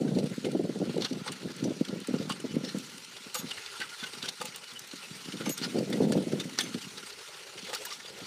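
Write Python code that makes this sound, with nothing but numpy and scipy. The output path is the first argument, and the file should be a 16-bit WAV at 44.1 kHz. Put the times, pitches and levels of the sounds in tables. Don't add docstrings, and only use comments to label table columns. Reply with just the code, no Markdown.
import sys
import numpy as np
from scipy import signal
from scipy.fft import rfft, irfft
from scipy.io import wavfile
from scipy.ndimage import uniform_filter1d

SR = 44100
rng = np.random.default_rng(int(sys.argv[2]) if len(sys.argv) > 2 else 0)


def unload_audio(sound):
    columns = np.transpose(np.atleast_2d(sound))
    steps = np.round(np.clip(columns, -1, 1) * 32767)
    wavfile.write(sys.argv[1], SR, steps.astype(np.int16))


N = 364560

# time in seconds, flutter level in dB before waver and lulls.
GUST_CURVE = [(0.0, -32.5), (0.14, -29.5), (0.3, -40), (0.76, -34.5), (1.24, -41), (2.02, -40), (2.67, -48),
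              (2.9, -48.5), (3.13, -59), (3.66, -71), (5.02, -62), (5.36, -40.5), (5.47, -52),
              (5.73, -35.5), (5.93, -30), (6.21, -30), (6.37, -34.5), (6.99, -56), (7.29, -70), (8.26, -57)]
# frequency in Hz, relative density in dB per Hz.
WIND_SPECTRUM = [(18, -68), (30, -34), (49, -43), (70, -22.5), (138, -3), (194, 1), (255, -0.5), (329, -6),
                 (500, -5), (1070, -37), (1400, -56), (1820, -48), (3080, -120)]
# start in seconds, thump level in dB, pitch in Hz,
# level of the dying flutter in dB relative to the thump.
PUFFS = [(0.013, -16, 280, -23), (0.046, -18, 232, -10.5), (0.085, -22, 239, -8), (0.117, -38, 214, -10),
         (0.152, -19, 203, -3.5), (0.166, -13.5, 260, -10), (0.188, -29, 207, -10),
         (0.236, -17.5, 207, -10), (0.311, -22.5, 208, -10), (0.377, -21.5, 238, -15),
         (0.444, -23, 261, -2.5), (0.464, -19.5, 397, -6), (0.523, -26, 280, -5), (0.482, -25, 420, -14),
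         (0.546, -19.5, 320, -8), (0.552, -21.5, 395, -16), (0.563, -20, 250, -14), (0.593, -17, 343, -8),
         (0.64, -18.5, 232, -14), (0.691, -18.5, 273, -12), (0.755, -28.5, 430, 0), (0.801, -19, 260, -5),
         (0.812, -23, 420, -20), (0.824, -20, 276, -25), (0.833, -22.5, 302, -25), (0.879, -21, 194, -7.5),
         (0.94, -26, 328, -24), (0.955, -26.5, 222, -7), (0.9633, -22.5, 480, -14),
         (0.979, -18.5, 385, -14), (0.999, -24.5, 380, -7.5), (1.109, -24, 283, -9), (1.119, -26, 260, -22),
         (1.156, -32.5, 232, -4), (1.168, -29, 347, -18), (1.212, -27, 202, -24), (1.451, -26, 240, -3.5),
         (1.623, -19.5, 260, -6.5), (1.654, -19.5, 284, -6), (1.702, -23.5, 315, -7),
         (1.808, -14.5, 273, -13.5), (1.892, -30.5, 272, -0.5), (1.924, -27.5, 213, -2.5),
         (2.014, -33, 238, -12), (2.083, -21.5, 267, -5.5), (2.105, -24, 250, -12), (2.138, -19.5, 246, -8),
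         (2.197, -19, 200, -10), (2.304, -25, 213, -11), (2.419, -39, 220, -15), (2.439, -25, 300, -4),
         (2.504, -27.5, 190, -10), (2.538, -21.5, 220, -12), (2.563, -14, 237, -16),
         (2.633, -24.5, 259, -5), (2.744, -25.5, 253, -3), (2.766, -26, 256, -21), (2.875, -43, 210, -10),
         (3.262, -37.5, 233, -17), (3.39, -33, 216, -7), (3.429, -33, 218, -20), (3.439, -28, 213, -10.5),
         (3.794, -38, 198, -7), (4.024, -36, 217, -13), (4.131, -38, 436, -6), (4.168, -40, 230, -8),
         (4.229, -35.5, 202, -12), (4.235, -44, 400, -5), (4.255, -41, 427, -7), (4.28, -47, 420, -10),
         (4.398, -41, 180, -17), (4.411, -47, 476, -3), (4.439, -38, 200, -15), (4.48, -41, 180, -10),
         (4.719, -43, 160, -7), (4.81, -45, 160, -10), (4.933, -31.5, 280, -16), (5.107, -32.5, 180, -15),
         (5.159, -43, 190, -10), (5.255, -35.5, 200, -10), (5.282, -28.5, 216, -28), (5.335, -30, 267, -7),
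         (5.4, -26.5, 215, -3.5), (5.469, -23, 264, -3), (5.494, -20.5, 284, -27),
         (5.611, -26.5, 250, -9.5), (5.661, -27.5, 224, -14), (5.742, -23.5, 303, -2.5),
         (5.753, -20.5, 398, -6), (5.768, -22, 366, -13), (5.783, -23.5, 333, -5), (5.857, -30, 223, -10),
         (5.892, -29, 280, -2), (5.939, -28, 252, -12), (6.001, -19.5, 413, -1.5), (6.017, -25, 260, -20),
         (6.036, -20.5, 330, -6.5), (6.065, -19, 230, -5.5), (6.096, -19, 270, -6),
         (6.151, -19.5, 202, -5.5), (6.164, -17, 241, -18), (6.188, -25, 260, -14), (6.222, -28, 250, -12),
         (6.267, -21.5, 301, -14), (6.33, -16.5, 271, -14.5), (6.382, -24, 255, -6.5),
         (6.451, -25, 264, -14), (6.525, -40, 221, -7), (6.585, -32, 300, -14), (6.638, -31, 300, -1),
         (6.688, -35, 250, -5), (6.743, -23, 231, -7.5), (6.845, -37, 191, -19), (6.866, -34.5, 191, -26),
         (6.974, -43, 410, -11), (7.03, -43, 400, -12), (7.552, -44, 400, -4), (7.627, -39.5, 215, -10),
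         (8.045, -42, 480, -17), (8.101, -44, 400, -13), (8.214, -37, 190, -5.5)]
# centre in seconds, change in dB, length in seconds.
WIND_LULLS = [(0.352, -9, 0.032), (0.412, -8, 0.024), (0.509, -2.5, .05), (.578, -5.5, 0.014),
              (0.624, -5, 0.023), (0.683, -1, 0.02), (0.727, -3, .035), (0.845, -8, .015),
              (0.924, -6, 0.038), (1.077, -4.5, 0.044), (1.25, -11, 0.056), (1.4, -5, 0.021),
              (1.537, -8, 0.025), (1.785, -5, 0.029), (1.853, -10, .05), (2.058, -10, 0.046),
              (2.123, -8, 0.014), (2.266, -1, 0.033), (2.489, -2, .025), (2.727, -1, 0.062),
              (2.817, -6, .03), (5.23, -6, .05), (5.317, -12, .027), (5.553, -8, 0.06), (5.7, -5, .045),
              (5.853, -5, 0.029), (6.134, -1, 0.015), (6.301, -6, 0.033), (6.433, -3, 0.013),
              (6.5, -7, 0.033), (6.616, -8, 0.033), (6.809, -11, .05)]
# time in seconds, scrape in dB, spray of the high treble in dB,
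# level of the low noise in dB, which in the gusts is partly wind; all before the flicker.
SCRAPE_CURVE = [(0.0, -54.5, -59, -39.5), (0.32, -51.5, -58.5, -65), (0.66, -53.5, -60.5, -65),
                (1.06, -50, -58.5, -59), (2.67, -50, -58, -65), (2.81, -49.5, -54.5, -64),
                (3.11, -50.5, -57, -61), (3.52, -46.5, -54.5, -56.5), (4.09, -47.5, -53.5, -58),
                (4.76, -51, -57, -58.5), (5.52, -47.5, -53, -62), (6.3, -49.5, -54.5, -50),
                (6.72, -48, -53.5, -59.5), (7.08, -49.5, -55, -57), (7.55, -49, -56.5, -56.5),
                (7.84, -47.5, -52, -50), (8.03, -51.5, -58, -55.5), (8.26, -47.5, -55.5, -48)]
# frequency in Hz, relative density in dB per Hz.
SOIL_SPECTRUM = [(35, -78), (60, -10.5), (142, -4.5), (253, -19), (403, 5.5), (705, -7.5), (849, 2),
                 (1150, 2), (1380, 3), (1670, 3), (4220, 5), (9080, -4), (13800, -15), (15500, -16)]
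# frequency in Hz, width in Hz, height in dB over the soil.
DISC_RINGS = [(425, 480, 0), (820, 92, 2.5), (1392, 110, 6.5), (2030, 25, 4.5), (2900, 220, 2.5),
              (4420, 140, 0.5), (4300, 180, 1), (5730, 270, 3), (8700, 37, 8.5)]
# peak time in seconds, nominal level in dB, ring in Hz,
# treble in dB relative to the jolt, fall in ms per 60 dB, rise in ms per 60 dB.
MAIN_JOLTS = [(.126, -56, 4200, 2, 30, 10), (.152, -47, 4230, -10, 150, 13),
              (.1886, -41.5, 4100, -6.5, 72, 20), (.241, -50, 4200, 1, 30, 10),
              (.263, -50, 4100, -8, 150, 44), (.448, -37, 2960, -19, 40, 15),
              (.455, -44, 2140, -4, 124, 30), (.518, -45, 4300, -0.5, 28, 10), (.702, -62, 4200, 2, 25, 10),
              (.79, -52, 5600, -2, 25, 10), (.845, -50, 1376, -18, 200, 25),
              (.855, -48.5, 4220, -5, 40, 15), (.935, -56, 4600, -1, 25, 10), (.96, -47, 4250, -8, 30, 12),
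              (.979, -47, 4030, -3, 30, 17), (1.0117, -38.5, 4220, -17, 35, 14),
              (1.0215, -31, 4400, -26, 26, 1), (1.0235, -33, 3570, -27, 43, 8),
              (1.036, -39, 3700, -17, 50, 50), (1.046, -41, 4300, -12, 30, 15),
              (1.0495, -30.5, 4270, -29, 35, 23), (1.053, -38.5, 1460, -27, 50, 40),
              (1.057, -36.5, 3260, -27, 52, 60), (1.0605, -41, 4300, -25, 30, 25),
              (1.0625, -39.5, 1570, -25, 47, 25), (1.129, -48, 5600, -7, 28, 12),
              (1.133, -41, 4400, -15, 29, 22), (1.265, -43, 980, -18, 68, 23),
              (1.2705, -44, 4900, -14, 40, 20), (1.2784, -36, 4330, -16, 41, 14),
              (1.281, -35, 1096, -24, 40, 12), (1.2825, -44, 2930, -20, 40, 12),
              (1.287, -36.5, 1040, -24, 52, 20), (1.3214, -40.5, 2890, 1, 40, 14),
              (1.327, -43, 2860, -3, 70, 20), (1.421, -50, 4250, -16, 40, 20),
              (1.519, -53, 5600, -2, 30, 10), (1.566, -53, 5600, 3, 30, 10),
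              (1.642, -38.5, 5940, -7, 74, 15), (1.697, -49, 3600, -12, 35, 15),
              (1.852, -42, 3320, -10, 30, 20), (1.887, -38.5, 4230, -17, 34, 21),
              (2.003, -55, 5600, 5, 25, 10), (2.074, -47, 2680, 4, 25, 13), (2.147, -42, 1400, -13, 50, 80),
              (2.187, -42, 1400, -18, 40, 15), (2.229, -46, 3600, -14, 35, 15),
              (2.296, -42.5, 4630, 1, 120, 6), (2.3005, -32, 1088, -19, 64, 10),
              (2.309, -36.5, 3050, -17, 80, 20), (2.3233, -33.5, 2920, -9, 25, 20),
              (2.403, -45, 2970, -1, 40, 15), (2.65, -38, 5380, -21, 53, 38),
              (2.692, -40, 4100, -14, 122, 90), (2.786, -45, 4250, 2, 30, 10),
              (2.849, -51, 2900, -14, 38, 17), (2.982, -48, 2920, 0, 35, 12), (3.048, -52, 5550, 2, 30, 10),
              (3.138, -51, 3580, -14, 30, 12), (3.1685, -41, 3390, -22, 60, 12),
              (3.247, -46, 5260, -16, 23, 10), (3.301, -46, 2900, -14, 40, 40),
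              (3.3456, -37.5, 4410, 5.5, 106, 5), (3.354, -37.5, 2810, -6, 43, 22),
              (3.3535, -37, 4400, -10, 30, 15), (3.3555, -32.5, 1250, -12, 40, 25),
              (3.382, -45, 4400, -2, 40, 40), (3.392, -41.5, 3460, 0, 90, 120),
              (3.507, -44, 4250, -10, 30, 20), (3.514, -33, 3200, -12, 30, 18),
              (3.577, -43, 2130, -20, 170, 25), (3.663, -39.5, 3550, -19, 36, 25),
              (3.804, -40.5, 2970, -6, 80, 28), (3.819, -35.5, 1895, -19, 60, 72),
              (3.893, -42, 2850, -15, 85, 8), (4.042, -36, 3400, -19, 40, 36),
              (4.137, -41.5, 3600, -14, 35, 15), (4.153, -48, 1400, -3, 35, 15),
              (4.229, -33.5, 3720, -15, 35, 30), (4.247, -37.5, 1510, -12, 50, 62),
              (4.2585, -35.5, 3240, -8, 61, 40), (4.2885, -32, 3620, -10, 30, 25),
              (4.291, -33.5, 4180, -8, 35, 27), (4.405, -42, 3570, -14, 80, 12),
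              (4.417, -35, 1220, -4, 22, 15), (4.426, -42.5, 2610, -2, 64, 25),
              (4.457, -41, 2750, 1, 40, 31), (4.525, -44, 2170, -12, 35, 10),
              (4.548, -41, 2860, -25, 70, 15), (4.5615, -47, 4270, 8, 25, 4),
              (4.642, -44.5, 3380, -15, 38, 30), (4.718, -45.5, 3460, -13, 62, 90),
              (4.737, -47, 1400, -2, 30, 10), (4.7935, -42, 6100, 1, 25, 5), (4.804, -47, 1400, -8, 40, 20),
              (4.875, -52, 5600, 5, 25, 8), (4.9145, -40, 4180, -19, 28, 15),
              (5.03, -45.5, 2930, -17, 45, 30), (5.085, -51, 2880, -18, 55, 25),
              (5.17, -56, 2550, 4, 35, 15), (5.256, -45, 2990, -8, 65, 80),
              (5.2874, -44.5, 1350, -18, 77, 23), (5.3244, -40.5, 2980, -15, 40, 17),
              (5.373, -43, 3600, -15, 35, 15), (5.411, -42, 1423, -19, 106, 76),
              (5.4614, -36, 2240, -16, 114, 32), (5.495, -38, 2880, 3, 40, 10),
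              (5.5016, -41.5, 5500, 3, 50, 18), (5.5795, -38, 5540, -0.5, 27, 20),
              (5.587, -40, 3540, -15, 50, 30), (5.623, -41.5, 1430, -19, 100, 34),
              (5.638, -33, 4260, -21, 60, 88), (5.6465, -32, 5050, -22, 54, 42),
              (5.651, -38.5, 1445, -18, 60, 42), (5.789, -37.5, 4670, -8, 33, 28),
              (5.708, -57, 5600, -3, 25, 10), (5.903, -49, 5600, 2, 30, 10),
              (5.93, -31.5, 1930, -18, 60, 20), (6.123, -34.5, 1730, -5.5, 47, 8),
              (6.134, -42, 4260, -17, 37, 74), (6.324, -42, 1390, -9, 50, 42),
              (6.402, -31.5, 3620, -8.5, 57, 20), (6.452, -55, 5540, -4, 25, 10),
              (6.496, -46.5, 2200, -6, 37, 10), (6.579, -39.5, 1210, -14, 80, 10),
              (6.5889, -22.5, 4630, -14, 26, 4), (6.5925, -31, 4400, -15, 35, 12),
              (6.5965, -32, 1770, -20, 72, 25), (6.6098, -29.5, 3395, -6, 64, 46),
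              (6.639, -43, 6250, -2, 35, 15), (6.656, -43.5, 2140, -23, 130, 50),
              (6.745, -38, 3570, -25, 45, 13), (6.979, -38, 3800, -12, 74, 34),
              (7.031, -45, 1400, -15, 50, 20), (7.104, -47.5, 1420, -18, 50, 20),
              (7.347, -47, 2900, -14, 40, 20), (7.581, -42.5, 3070, -21, 36, 28),
              (7.627, -44, 2900, -15, 50, 25), (7.674, -42.5, 3370, -17, 105, 50),
              (7.6986, -41, 3340, -11, 52, 20), (7.733, -38, 1850, -6, 52, 12),
              (7.739, -36, 4620, -7, 70, 20), (7.75, -30.5, 4750, -2.5, 35, 12),
              (7.76, -41, 1330, -12, 50, 20), (7.771, -41, 3720, -17, 60, 25),
              (7.781, -54, 4800, -13, 50, 25), (7.801, -54, 1210, -15, 35, 15),
              (7.853, -48, 5600, 10, 70, 8), (7.8555, -39.5, 1670, 1, 40, 20),
              (7.87, -44, 970, -15, 40, 25), (7.9067, -37.5, 3560, -17, 50, 18),
              (7.913, -42, 5660, -13, 60, 18), (7.92, -44, 2050, -15, 50, 30),
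              (7.9265, -37.5, 5500, -13, 68, 6), (7.936, -41, 3600, -12, 60, 40),
              (8.003, -41.5, 1800, -23, 55, 15), (8.061, -42, 3440, -15, 55, 80),
              (8.19, -52, 5600, 0, 25, 10), (8.205, -46, 3580, -14, 35, 15)]
# frequency in Hz, width in Hz, relative level in dB.
STEEL_MODES = [(1225, 140, -10), (1420, 160, -1), (1805, 180, -5), (2160, 180, -6.5), (2900, 160, -0.5),
               (3580, 280, 0.5), (4190, 250, -2), (4650, 160, 2.5), (5700, 360, 2), (6530, 250, -15)]
METAL_PARTS = { "frame": [(504, 8, 0.043), (853, 7.5, 0.042), (1206, 0.5, 0.15)], "ring": [(6712, 0, .075),
               (12472, -5, .06), (12833, -9, .05), (12876, -9, .05)], "hook": [(6282, 0, .4),
               (10355, -8, .2), (11585, -13, .2)], "link": [(8500, -3, .14)], "pin": [(2866, 11.5, 0.069)],
               "bar": [(1542, 3.5, 0.073), (1950, -1, .07), (2960, -2, .07), (2670, -7, .1)],
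               "clevis": [(1504, 0.5, 0.066), (2100, -8, .06), (3252, -12, .05), (3700, -11, .035)], }
PART_RATTLE = {"frame": 2.5, "ring": 3, "hook": .6, "link": 1, "pin": 3, "bar": 3.5, "clevis": 3.5}
# start in seconds, name of the part, nominal level in dB, swell in seconds.
CLINK_TIMES = [(.22, "link", -55, .01), (1.2595, "link", -41, 0.0043), (1.263, "frame", -49, 0.0061),
               (1.279, "frame", -49, 0.0032), (1.51, "ring", -64, .006), (2.297, "frame", -44.5, 0.0023),
               (2.33, "link", -48, 0.012), (3.35, "ring", -42, 0.052), (3.352, "frame", -49, 0.019),
               (3.514, "pin", -47, 0.0055), (3.533, "link", -48, 0.0045), (3.804, "bar", -39.5, 0.02),
               (3.809, "frame", -53.5, 0.004), (4.03, "clevis", -37, 0.015), (4.234, "clevis", -48, 0.024),
               (4.075, "link", -53, 0.064), (4.409, "frame", -50, .005), (4.415, "frame", -43.5, 0.0038),
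               (4.437, "frame", -53, 0.028), (4.588, "link", -53, .01), (5.15, "link", -48, 0.018),
               (5.457, "hook", -42, 0.0037), (5.462, "frame", -43.5, 0.0051), (5.496, "ring", -39, 0.039),
               (5.573, "link", -46, .006), (6.61, "hook", -43.5, .004), (6.844, "pin", -55.5, 0.0038),
               (7.06, "link", -45.5, .01), (7.731, "frame", -43.5, 0.0014)]
# start in seconds, length in seconds, first pitch in Hz,
# last pitch in Hz, level in dB before its waver.
METAL_TONES = [(2.487, 0.042, 2990, 2980, -49.5), (2.652, .035, 5430, 5380, -49),
               (3.912, .04, 1430, 1414, -45.5), (3.994, .035, 3550, 3450, -42),
               (4.06, 0.024, 2880, 2850, -42.5), (4.649, 0.046, 3000, 2900, -50),
               (4.755, 0.03, 3050, 2910, -41.5), (5.027, .014, 2870, 2980, -49),
               (5.024, 0.046, 2700, 2540, -48), (5.115, 0.04, 4550, 4820, -52),
               (7.869, 0.022, 2910, 2850, -45), (7.9, 0.036, 3530, 3550, -56),
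               (7.91, 0.022, 1160, 1190, -42), (8.073, 0.018, 4760, 4850, -42.5)]

PUSH_S = 0.004795
FLUTTER_RISE_S, FLUTTER_FALL_S = 0.0082, 0.35
EDDIES_PER_S, EDDY_DB = 25, 3.5
SWELL_DB = 2
BRIGHTEN_DB_PER_DB, MID_WIND_DB = 0.78, -28
SMALL_PER_S, SMALL_DB, SMALL_SPREAD_DB, SMALL_TREBLE_DB = 4, -51.5, 5.5, -17
SMALL_FALL_MS, SMALL_RISE_MS = (25, 120), (12, 60)  # ranges, per 60 dB
NEARING_DB_PER_S, TOP_DB_PER_S = .5, 1.33
FRAME_DB = -16.5
TICKS_PER_S, TICK_S, TICK_FLOOR = 1100, 0.00087, 1.8
RING_PURE = 0.31
STEEL_SHARE = 0.69
STRIKE_DB, AWAY_DB_PER_OCTAVE = 4.5, -5
EDGE_HZ = 15450


def gain_of(db):
    return 10 ** (np.asarray(db) / 20)


def evened(x):
    return x / np.sqrt(np.mean(x ** 2) + 1e-20)


def read(points, hz):
    f, value = np.transpose(points)
    return np.interp(np.log(hz + 1), np.log(f + 1), value)


def follow(rows, column, t):
    rows = np.array(rows)
    return np.interp(t, rows[:, 0], rows[:, column])


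def add(mix, s, sound):
    at = round(s * SR)
    sound = sound[max(-at, 0):]
    part = mix[max(at, 0):][:len(sound)]
    part += sound[:len(part)]


def band(x, lo_hz, hi_hz, order=2):
    sos = signal.butter(order, [lo_hz, min(hi_hz, .45 * SR)], "band", fs=SR, output="sos")
    return signal.sosfilt(sos, x)


def causal(db):
    log_gain = np.log(gain_of(np.maximum(db, -100)))
    circle = np.concatenate([log_gain, log_gain[-2:0:-1]])
    return np.fft.ifft(np.exp(np.conj(signal.hilbert(circle)))).real[:4096]


def sparse_hits(per_s, spread_db, most):
    size = gain_of(spread_db * np.minimum(rng.exponential(1, N), most))
    return size * (rng.random(N) < per_s / SR) * rng.choice([-1, 1], N)


def wind_flutter():
    eddies = sparse_hits(350, 0.97, 3)
    lumps = gain_of(2.6 * evened(band(rng.standard_normal(N), 31.5, 80, order=1)))
    colour = causal(read(WIND_SPECTRUM, np.fft.rfftfreq(8192, 1 / SR)))
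    flutter = evened(signal.oaconvolve(eddies * lumps, colour)[:N])
    return 2.52 * np.tanh(flutter / 3.12)


def wind_strength():
    t, after = np.arange(N) / SR, np.arange(SR // 2) / SR
    waver = evened(band(rng.standard_normal(N), 5.2, 7.6, order=1))
    steady = gain_of(follow(GUST_CURVE, 1, t) + SWELL_DB * waver)
    power = steady ** 2
    for s, db, _, flutter_db in PUFFS:
        dying = gain_of(db + flutter_db - 60 * after / FLUTTER_FALL_S) ** 2
        add(power, s, np.minimum(after / FLUTTER_RISE_S, 1) * dying)
    coarse = t[::32]
    lull_db = sum(db * np.exp(-(2 * (coarse - s) / length) ** 4) for s, db, length in WIND_LULLS)
    calm = gain_of(np.interp(t, coarse, lull_db))
    return steady * calm, power * calm ** 2


def thump(db, hz, turn, long):
    u = np.arange(-800, 1400) / SR
    spread = PUSH_S * (0.46 + 0.38 * long) * np.where(u > 0, 1.1, .7)
    phase = 2 * np.pi * (hz * u * (1 - 15 * u) + turn)
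    push = np.exp(-np.abs(u / spread) ** 1.5)
    snap = 0.19 * np.exp(-(u / 0.0026) ** 2) * np.sin(1.84 * phase)
    return gain_of(db) * (push * np.sin(phase) + snap)


def wind():
    flutter = wind_flutter()
    steady, power = wind_strength()
    upper = signal.sosfiltfilt(signal.butter(2, 350, "high", fs=SR, output="sos"), flutter)
    lower = flutter - upper
    upper *= evened(gain_of(3 * evened(band(rng.standard_normal(N), 24, 70, order=1))))
    lift_db = BRIGHTEN_DB_PER_DB * (10 * np.log10(power) - MID_WIND_DB)
    out = np.sqrt(power) * (lower + gain_of(np.clip(lift_db, -12, 8)) * upper)
    thumps = [(s, db, hz) for s, db, hz, _ in PUFFS]
    for at, size, pitch, keep in rng.random((400, 4)):
        if keep < EDDIES_PER_S * N / SR / 400:
            db = 20 * np.log10(steady[int(at * N)]) + EDDY_DB * size
            thumps.append((at * N / SR, db, 210 + 190 * pitch))
    for (s, db, hz), (turn, long) in zip(thumps, rng.random((len(thumps), 2))):
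        add(out, s + PUSH_S - 800 / SR, thump(db, hz, turn, long))
    return band(out, 112, 1030, order=3)


def scrape():
    crumb = rng.standard_normal(300) * np.exp(-np.arange(300) / 23.0)
    crumbs = signal.oaconvolve(sparse_hits(500, 2.3, 4), crumb)[:N]
    drive = rng.standard_normal(N) + 0.44 * evened(crumbs)
    fine = np.fft.rfftfreq(8192, 1 / SR)
    rings = sum((gain_of(db) ** 2 - 1) / (1 + (2 * (fine - f) / w) ** 2) for f, w, db in DISC_RINGS)
    colour_db = read(SOIL_SPECTRUM, fine) + 10 * np.log10(np.maximum(1 + rings, .05))
    x = signal.oaconvolve(drive, causal(colour_db))[:N]
    hz, t, z = signal.stft(x, SR, nperseg=512, noverlap=384)
    low = np.clip((850 - hz[:, None]) / 200, 0, 1)
    high = np.clip((hz[:, None] - 4500) / 3000, 0, 1)
    low_rms = np.std(band(x, 270, 946, order=4))
    scrape_rms = np.std(band(x, 900, 6000, order=4))
    spray_rms = np.std(band(x, 6000, 15000, order=4))
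    level = low * gain_of(follow(SCRAPE_CURVE, 3, t)) / low_rms
    level += (1 - low - high) * gain_of(follow(SCRAPE_CURVE, 1, t)) / scrape_rms
    level += high * gain_of(follow(SCRAPE_CURVE, 2, t)) / spray_rms
    grain = rng.standard_normal((len(t), len(hz))).T
    patches = evened(uniform_filter1d(uniform_filter1d(grain, 8, 0), 12, 1))
    flicker = evened(uniform_filter1d(rng.standard_normal(len(t)), 5))
    uneven = gain_of((2.0 + 1.85 * low) * patches + 1.55 * flicker)
    return signal.istft(z * level * uneven, SR, nperseg=512, noverlap=384)[1][:N]


def tonal_grain():
    out, u = np.zeros(N), np.arange(2500) / SR
    for at, pitch, size, slide, hold in rng.random((330, 5)):
        hz, t60 = 1300 * 6.5 ** pitch, 0.019 + 0.026 * hold
        turns = hz * u * (1 + 2.3 * (slide - .5) * u)
        onset = 1 - np.exp(-u / 0.0023)
        decay = gain_of(-53 - 4 * np.log(size + .12) - 60 * u / t60)
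        add(out, at * N / SR, decay * onset * np.sin(2 * np.pi * turns))
    return out


def lesser_jolts():
    rows = []
    for at, size, pitch, edge, hold, soft in rng.random((round(SMALL_PER_S * N / SR), 6)):
        s = at * N / SR
        db = SMALL_DB + SMALL_SPREAD_DB * size + NEARING_DB_PER_S * (s - .5 * N / SR)
        fall_ms = np.interp(hold, [0, 1], SMALL_FALL_MS)
        rise_ms = np.interp(soft, [0, 1], SMALL_RISE_MS)
        rows.append((s, db, 1300 * 4 ** pitch, SMALL_TREBLE_DB + 16 * (edge - .5), fall_ms, rise_ms))
    return rows


def steel_body(noise, ring_hz):
    away = np.abs(np.log2(np.array(STEEL_MODES)[:, 0] / ring_hz[:, None]))
    struck = gain_of(STRIKE_DB * rng.standard_normal(away.shape) + AWAY_DB_PER_OCTAVE * away)
    bins = np.fft.rfftfreq(noise.shape[1], 1 / SR)
    peaks = np.array([gain_of(db) ** 2 / w / (1 + (2 * (bins - f) / w) ** 2) for f, w, db in STEEL_MODES])
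    steel = irfft(rfft(noise) * np.sqrt(struck ** 2 @ peaks), noise.shape[1])
    return steel / steel.std(axis=1, keepdims=True)


def jolts():
    out, u = np.zeros(N), np.arange(-1500, 3500) / SR
    rows = list(MAIN_JOLTS) + lesser_jolts()
    noises = rng.standard_normal((len(rows), 5, len(u))).transpose(1, 0, 2)
    body_noise, treble_noise, frame_noise, tick_noise, ring_noise = noises
    plain = evened(band(body_noise, 1150, 6000))
    steel = steel_body(body_noise, np.array(rows)[:, 2])
    body = evened((1 - STEEL_SHARE) * plain + STEEL_SHARE * steel)
    treble = evened(band(treble_noise, 6270, 10300))
    top = evened(band(treble_noise, 11000, 15200))
    frame = evened(sum(gain_of(db) * band(frame_noise, f - 5.8 / t60, f + 2.1 / t60, order=1)
                       for f, db, t60 in METAL_PARTS["frame"]))
    ticks = np.abs(tick_noise) * (rng.random(tick_noise.shape) < TICKS_PER_S / SR)
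    ticks[:, np.searchsorted(u, -.001)] = 0.96
    ticks = signal.lfilter([1], [1, -np.exp(-1 / (TICK_S * SR))], ticks)
    chatter = evened(TICK_FLOOR + ticks)
    for k, (s, db, hz, treble_db, fall_ms, rise_ms) in enumerate(rows):
        share = np.clip(0.41 + 0.0059 * (db + 37), .1, .8)
        rough_ring = evened(band(ring_noise[k], hz * 0.953, hz * 1.053, order=1))
        clear_ring = np.sqrt(2) * np.sin(2 * np.pi * hz * u)
        ring = np.sqrt(1 - RING_PURE) * rough_ring + np.sqrt(RING_PURE) * clear_ring
        top_db = 0.78 * min(treble_db, 3) - 13.5 + TOP_DB_PER_S * s
        bright = treble[k] + gain_of(top_db) * top[k]
        rise = 60 * np.minimum(u + 0.0011, 0) / (rise_ms / 1000)
        fall = -60 * np.maximum(u - .001, 0) / (fall_ms / 1000)
        burst = np.sqrt(1 - share) * body[k] * chatter[k] * gain_of(fall)
        burst += np.sqrt(share) * ring * gain_of(0.76 * fall)
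        burst += gain_of(FRAME_DB + 0.45 * fall) * frame[k]
        burst += gain_of(treble_db + 1.4 * fall + 0.33 * rise) * bright * chatter[k]
        add(out, s + u[0], gain_of(db + rise) * burst)
    return out


def clinks():
    out, u = np.zeros(N), np.arange(SR // 2) / SR
    phases = rng.random((len(CLINK_TIMES), 4))
    noise = rng.standard_normal((len(CLINK_TIMES), 4, len(u) + 2000))
    shakes = evened(band(noise, 30, 220, order=1)[..., 2000:])
    for (s, part, db, swell), turns, shake in zip(CLINK_TIMES, phases, shakes):
        for (hz, mode_db, t60), turn, rattle in zip(METAL_PARTS[part], turns, shake):
            onset = np.clip(0.57 + 0.75 * u / swell, 0, 1)
            decay = gain_of(-60 * np.maximum(u - swell, 0) / t60)
            level = gain_of(db + mode_db + PART_RATTLE[part] * rattle)
            add(out, s, level * onset * decay * np.sin(2 * np.pi * (hz * u + turn)))
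    return out


def metal_tones():
    out = np.zeros(N)
    for s, length, from_hz, to_hz, db in METAL_TONES:
        u = np.arange(0, length, 1 / SR)
        waver = gain_of(2.5 * evened(band(rng.standard_normal(4000), 40, 200, order=1)))[:len(u)]
        turns = from_hz * u + (to_hz - from_hz) * u ** 2 / (2 * length)
        shape = np.sin(np.pi * u / length) ** 0.52
        add(out, s, gain_of(db) * waver * shape * np.sin(2 * np.pi * turns))
    return out


def scene():
    return (wind() + scrape() + tonal_grain() + jolts() + clinks() + metal_tones())[None]


def record(dry):
    cut = signal.sosfilt(signal.butter(2, 70, "high", fs=SR, output="sos"), dry)
    limit = signal.firwin(511, EDGE_HZ, window=("kaiser", 9), fs=SR)
    return signal.oaconvolve(cut, limit[None], "same")


dry = scene()
out = record(dry)
unload_audio(out)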